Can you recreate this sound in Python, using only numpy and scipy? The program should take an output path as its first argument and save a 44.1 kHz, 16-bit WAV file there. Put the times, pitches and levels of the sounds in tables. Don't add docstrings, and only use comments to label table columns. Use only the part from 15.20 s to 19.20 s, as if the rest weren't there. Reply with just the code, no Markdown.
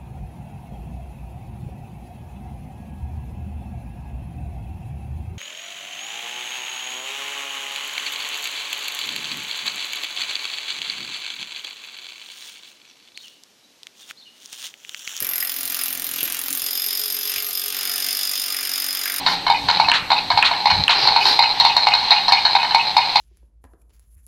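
import sys
import numpy as np
from scipy import signal
from scipy.fft import rfft, irfft, next_fast_len
from scipy.io import wavfile
from scipy.ndimage import map_coordinates

SR = 44100
rng = np.random.default_rng(int(sys.argv[2]) if len(sys.argv) > 2 else 0)


def wrap_up_sound(samples):
    columns = np.atleast_2d(samples).T
    tamed = np.clip(columns, -1, 1)
    steps = np.round(tamed * 32767).astype(np.int16)
    wavfile.write(sys.argv[1], SR, steps)


N = 176400

JITTER_S, SCATTER_DB = .0001, 1.1
# t/s, crack level/dB, tool rebound level/dB
BLOW_FORCE = [(0, -33.5, -27.5), (.5, -28, -35), (.8, -29.5, -32), (1.3, -28, -34), (1.6, -34, -29.5),
              (2.3, -33, -33.5), (2.7, -32, -29.5), (3.2, -30.5, -31), (3.4, -33.5, -32.5), (4, -31, -28.5)]
# f/Hz, relative level/dB, t60/s (time to fade by 60 dB)
DIE_MODES = [(3400, -15, .03), (3610, -11, .03), (4680, -8, .014), (4870, -4, .014), (5058, 0, .032),
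             (5310, -5, .018), (6885, -13, .04), (9585, -9, .025), (13765, -14, .04)]


def amp(db):
    return 10 ** (np.asarray(db) / 20)


def unit(x):
    return x / np.sqrt(np.mean(x ** 2) + 1e-20)


def along(points, hz):
    f, v = np.transpose(points)
    return np.interp(np.log(hz + 1), np.log(f + 1), v)


def curves(rows):
    s, *columns = np.transpose(rows)
    return [np.interp(np.arange(N) / SR, s, column) for column in columns]


def through(x, response):
    return signal.fftconvolve(x, response)[:N]


def colour(x, spectrum, size=4096):
    cepstrum = irfft(np.log(amp(along(spectrum, np.fft.rfftfreq(size, 1 / SR)))))
    cepstrum[1:size // 2] *= 2
    cepstrum[size // 2 + 1:] = 0
    response = irfft(np.exp(rfft(cepstrum)))
    return through(x, response / np.linalg.norm(response))


def impulses(times, db):
    return np.bincount(np.abs(np.round(times * SR)).astype(int), amp(db), N)[:N]


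def taps(times, scatter_db=SCATTER_DB):
    return impulses(times, scatter_db * np.clip(rng.standard_normal(len(times)), -2, 2))


def bursts(hits, t60, rise):
    t = np.arange(SR // 4) / SR
    envelope = amp(-60 * t / t60) * (1 - np.exp(-t / rise))
    return through(hits, envelope) * rng.standard_normal(N)


def ring(x, modes):
    t = np.arange(SR // 3) / SR
    tones = [(-1) ** k * amp(db - 60 * t / t60) / np.sqrt(t60) * np.cos(2 * np.pi * hz * t)
             for k, (hz, db, t60) in enumerate(modes)]
    return unit(through(x, sum(tones)))


def background():
    spectrum = [(27, 3), (42, -12), (70, -15), (150, -10), (300, -1), (1000, -1), (5000, -3), (15000, -4)]
    return amp(-41.5) * colour(rng.standard_normal(N), spectrum)


def drifting(x, delay, sway_s=.00022, sways_per_s=4):
    n = np.arange(N)
    positions = rng.standard_normal(int(N * sways_per_s / SR) + 4)
    sway = map_coordinates(positions, [n * sways_per_s / SR])
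    return map_coordinates(x, [n - (delay + sway_s * sway) * SR])


def workshop(x):
    walls = [(.0059, .33), (.0078, .16), (.0125, .12)]
    fade_times = [(200, 0.34), (2000, 0.45), (6000, 0.1), (14000, 0.015)]
    tail_gain = amp(-8.5)
    hz, t, noise = signal.stft(rng.standard_normal(SR // 3), SR, nperseg=256)
    fade = amp(-60 * t / along(fade_times, hz)[:, None])
    tail = signal.istft(noise * fade, SR, nperseg=256)[1]
    blur = drifting(through(x, tail_gain * tail / np.linalg.norm(tail)), walls[0][0])
    echoes = sum(gain * drifting(x, delay) for delay, gain in walls)
    energy = 1 + tail_gain ** 2 + sum(gain ** 2 for delay, gain in walls)
    return (x + echoes + blur) / np.sqrt(energy)


def exhaust(times):
    spectrum = [(60, -36), (200, -25), (1000, -13), (3000, -7), (6500, -5), (9000, -3), (11500, 0),
                (13300, -3), (16000, -3)]
    puffs = amp(-38) * unit(bursts(taps(times), t60=.029, rise=.00047))
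    leak = amp(-56) * rng.standard_normal(N)
    return colour(puffs + leak, spectrum)


def frame(times):
    levels = [(.35, -55, -52, -59), (.45, -44, -52, -58), (.56, -54, -52, -58), (.8, -44, -51, -57),
              (1.2, -50, -52, -58), (1.31, -43, -53, -58), (1.45, -58, -53, -49), (2.45, -59, -51, -53),
              (2.58, -51, -46, -54), (3.1, -52, -50, -60), (4, -53, -49, -59)]
    # f/Hz, relative level/dB, t60/s
    stand = [(88, -17, .2), (175, -14, .2), (272, 0, .1)]
    tubes = [(705, 1, .14), (848, -3, .1), (1218, 3, .12), (1764, 0, .1)]
    arm = [(424, 0, .14)]
    hits = taps(times)
    shake = unit(hits) + .5 * unit(bursts(hits, t60=.07, rise=.0005))
    return sum(amp(db) * ring(shake, modes) for db, modes in zip(curves(levels), (stand, tubes, arm)))


def thumps():
    events = [(.019, -31), (.75, -33), (1.026, -27.5), (1.42, -35), (2.158, -35)]
    spectrum = [(25, -1), (60, 16.5), (150, 11.5), (280, 14.5), (800, 7.5), (2000, -26), (6000, -58)]
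    knocks = impulses(*np.transpose(events))
    return colour(bursts(knocks, t60=.03, rise=.00062), spectrum)


def holder(times):
    levels = [(0.06, -43), (0.1, -63), (0.36, -40.5), (0.6, -37.5), (0.73, -42), (1.03, -36), (1.25, -40.5),
              (2.02, -38), (2.18, -34.5), (2.23, -40), (2.85, -34.5), (3.44, -38), (3.96, -38)]
    spectrum = [(500, -31.5), (1800, -9.5), (2600, -4.5), (3500, -2), (4400, -5), (6500, -5), (9000, -16),
                (16000, -46)]
    hits = taps(times)
    hits += .21 * taps(times + .019 * rng.random(len(times)), 2 * SCATTER_DB)
    knock = unit(bursts(hits, t60=.0057, rise=.0001))
    rattle = 2.64 * unit(bursts(hits, t60=.056, rise=.0021))
    return amp(curves(levels)[0] + 4.5) * unit(colour(knock + rattle, spectrum))


def clinks():
    events = [(.2055, -14), (.274, -19), (.2975, -17), (.547, -18), (.5915, -15), (.6155, -16)]
    s, db = np.transpose(events)
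    ringing = ring(impulses(s, db), DIE_MODES)
    return amp(db.max()) * ringing / np.abs(ringing).max()


def slaps(t60=.028, width=.22):
    events = [(0.225, -17.5, 2060), (0.988, -21.5, 3180), (1.007, -19, 2830), (1.078, -20, 2600),
              (2.16, -18, 2900), (2.181, -20, 2900), (3.346, -25, 2200), (3.389, -23, 2000),
              (3.857, -13, 1860), (3.876, -18, 1920), (3.898, -19, 1720)]
    out, t = np.zeros(N + SR), np.arange(SR // 10) / SR
    for s, db, hz in events:
        band = signal.butter(2, [hz * (1 - width), hz * (1 + width)], "band", fs=SR, output="sos")
        clack = unit(signal.sosfilt(band, rng.standard_normal(len(t))))
        out[round(s * SR):][:len(t)] += amp(db - 60 * t / t60) * clack
    return out[:N]


def panel(times):
    levels = [(0.02, -35), (0.22, -36.5), (0.33, -47), (0.6, -35.5), (0.75, -44), (1.09, -34.5),
              (1.24, -40.5), (2.07, -47.5), (2.1, -37), (2.48, -55), (2.55, -32.5), (3.15, -42.5),
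              (3.31, -36.5), (3.74, -35.5), (3.87, -34.5), (3.97, -35)]
    spectrum = [(50, -41), (200, -26.5), (500, -18), (1000, -11), (1400, -3.5), (2000, -1.5), (2600, -2),
                (4000, -15), (9000, -48.5)]
    hits = taps(times)
    slap = unit(bursts(hits, t60=.009, rise=.0001))
    buzz = 1.93 * unit(bursts(hits, t60=.11, rise=.00092))
    return amp(curves(levels)[0] - 1) * unit(colour(slap + buzz, spectrum))


def die(times, lag_s=.0003):
    levels = [(0, -44), (.6, -43), (.8, -52), (1.35, -52), (1.4, -33), (1.52, -29), (1.85, -27),
              (1.97, -33), (2.18, -29), (2.3, -45), (2.35, -27), (2.45, -33), (2.9, -27), (3.2, -26.5),
              (3.43, -30), (3.54, -26), (3.82, -30), (4, -30)]
    touches = [(.0044, -13), (-.0032, -7.5)]
    spectrum = [(400, -42), (1500, -11), (3500, -8), (5000, -4), (6800, -7), (9000, -11.5), (12000, 3),
                (16000, -4.5)]
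    hits = taps(times + lag_s, SCATTER_DB / 2)
    bounces = sum(amp(db) * taps(times + offset + JITTER_S * rng.standard_normal(len(times)))
                  for offset, db in touches)
    chatter = .4 * unit(bursts(hits, t60=.022, rise=.0001))
    ringing = ring(unit(hits + bounces) + chatter, DIE_MODES)
    clank = unit(colour(bursts(hits, t60=.014, rise=.00018), spectrum))
    return amp(curves(levels)[0] + 1.5) * ringing + amp(curves(BLOW_FORCE)[1]) * clank


def hammer(times, piston_lead_s=.0031):
    hard_blows = [.025, .134, .157, .5, .659, 1.031, 1.328, 1.373, 1.419, 1.464, 2.459, 2.481]
    spectrum = [(60, -36), (600, -13), (1500, -6), (3200, -2), (5000, -4), (7000, -2), (9500, 1),
                (12500, 2.5), (13300, -6), (16000, -8)]
    levels = [(0, -28, -45), (.17, -28, -46), (.3, -33, -31), (.42, -33, -33), (.5, -30, -39),
              (.6, -31, -33), (.8, -33, -39), (1.03, -30, -41), (1.18, -34, -41), (1.27, -35, -32),
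              (1.4, -31, -35), (1.52, -29, -50), (2.47, -30, -49), (2.56, -37, -48), (4, -39, -48)]
    # f/Hz, relative level/dB, t60/s
    main_modes = [(12493, 0, .11), (12380, -6, .015), (12640, -6, .015)]
    upper_modes = [(14010, -5, .06), (15490, 0, .07)]
    hard_times = np.array([times[np.argmin(abs(times - s))] for s in hard_blows])
    extra_force = .446 * taps(hard_times)
    hits = taps(times) + extra_force
    ticks = amp(-9) * taps(times - piston_lead_s, 2 * SCATTER_DB)
    crack = unit(colour(bursts(hits + ticks, t60=.0023, rise=.00012), spectrum))
    pings = taps(times, scatter_db=2.2) + extra_force
    main_db, upper_db = curves(levels)
    ringing = amp(main_db - .5) * ring(pings, main_modes) + amp(upper_db) * ring(pings, upper_modes)
    return amp(curves(BLOW_FORCE)[0]) * crack + ringing


def blow_times():
    rate = [(0.0, 47.336), (0.17, 43.136), (0.4, 44.317), (0.85, 43.171), (0.9, 42.537), (1.76, 45.806),
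            (1.81, 47.597), (1.87, 45.797), (2.25, 47.319), (2.32, 46.193), (2.68, 47.112), (2.79, 46.618),
            (3.01, 48.761), (3.32, 47.152), (3.83, 46.742), (4.0, 48.04)]
    cycles = np.cumsum(curves(rate)[0]) / SR - .16
    times = np.interp(np.arange(int(cycles[-1]) + 1), cycles, np.arange(N) / SR)
    return times + JITTER_S * rng.standard_normal(len(times))


def scene():
    times = blow_times()
    metal = hammer(times) + die(times) + panel(times) + slaps() + clinks() + holder(times)
    machine = metal + frame(times) + thumps() + exhaust(times)
    return (workshop(machine) + background())[None]


def record(dry, top_hz=15850):
    notch = [(6900, -2.5), (7550, -5), (7900, -22), (8150, -8), (8550, -1.5), (9200, 0)]
    size = next_fast_len(N + SR // 2)
    hz = np.fft.rfftfreq(size, 1 / SR)
    response = amp(along(notch, hz)) * (hz < top_hz)
    return irfft(rfft(dry, size) * response, size)[:, :N]


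dry = scene()
out = record(dry)
wrap_up_sound(out)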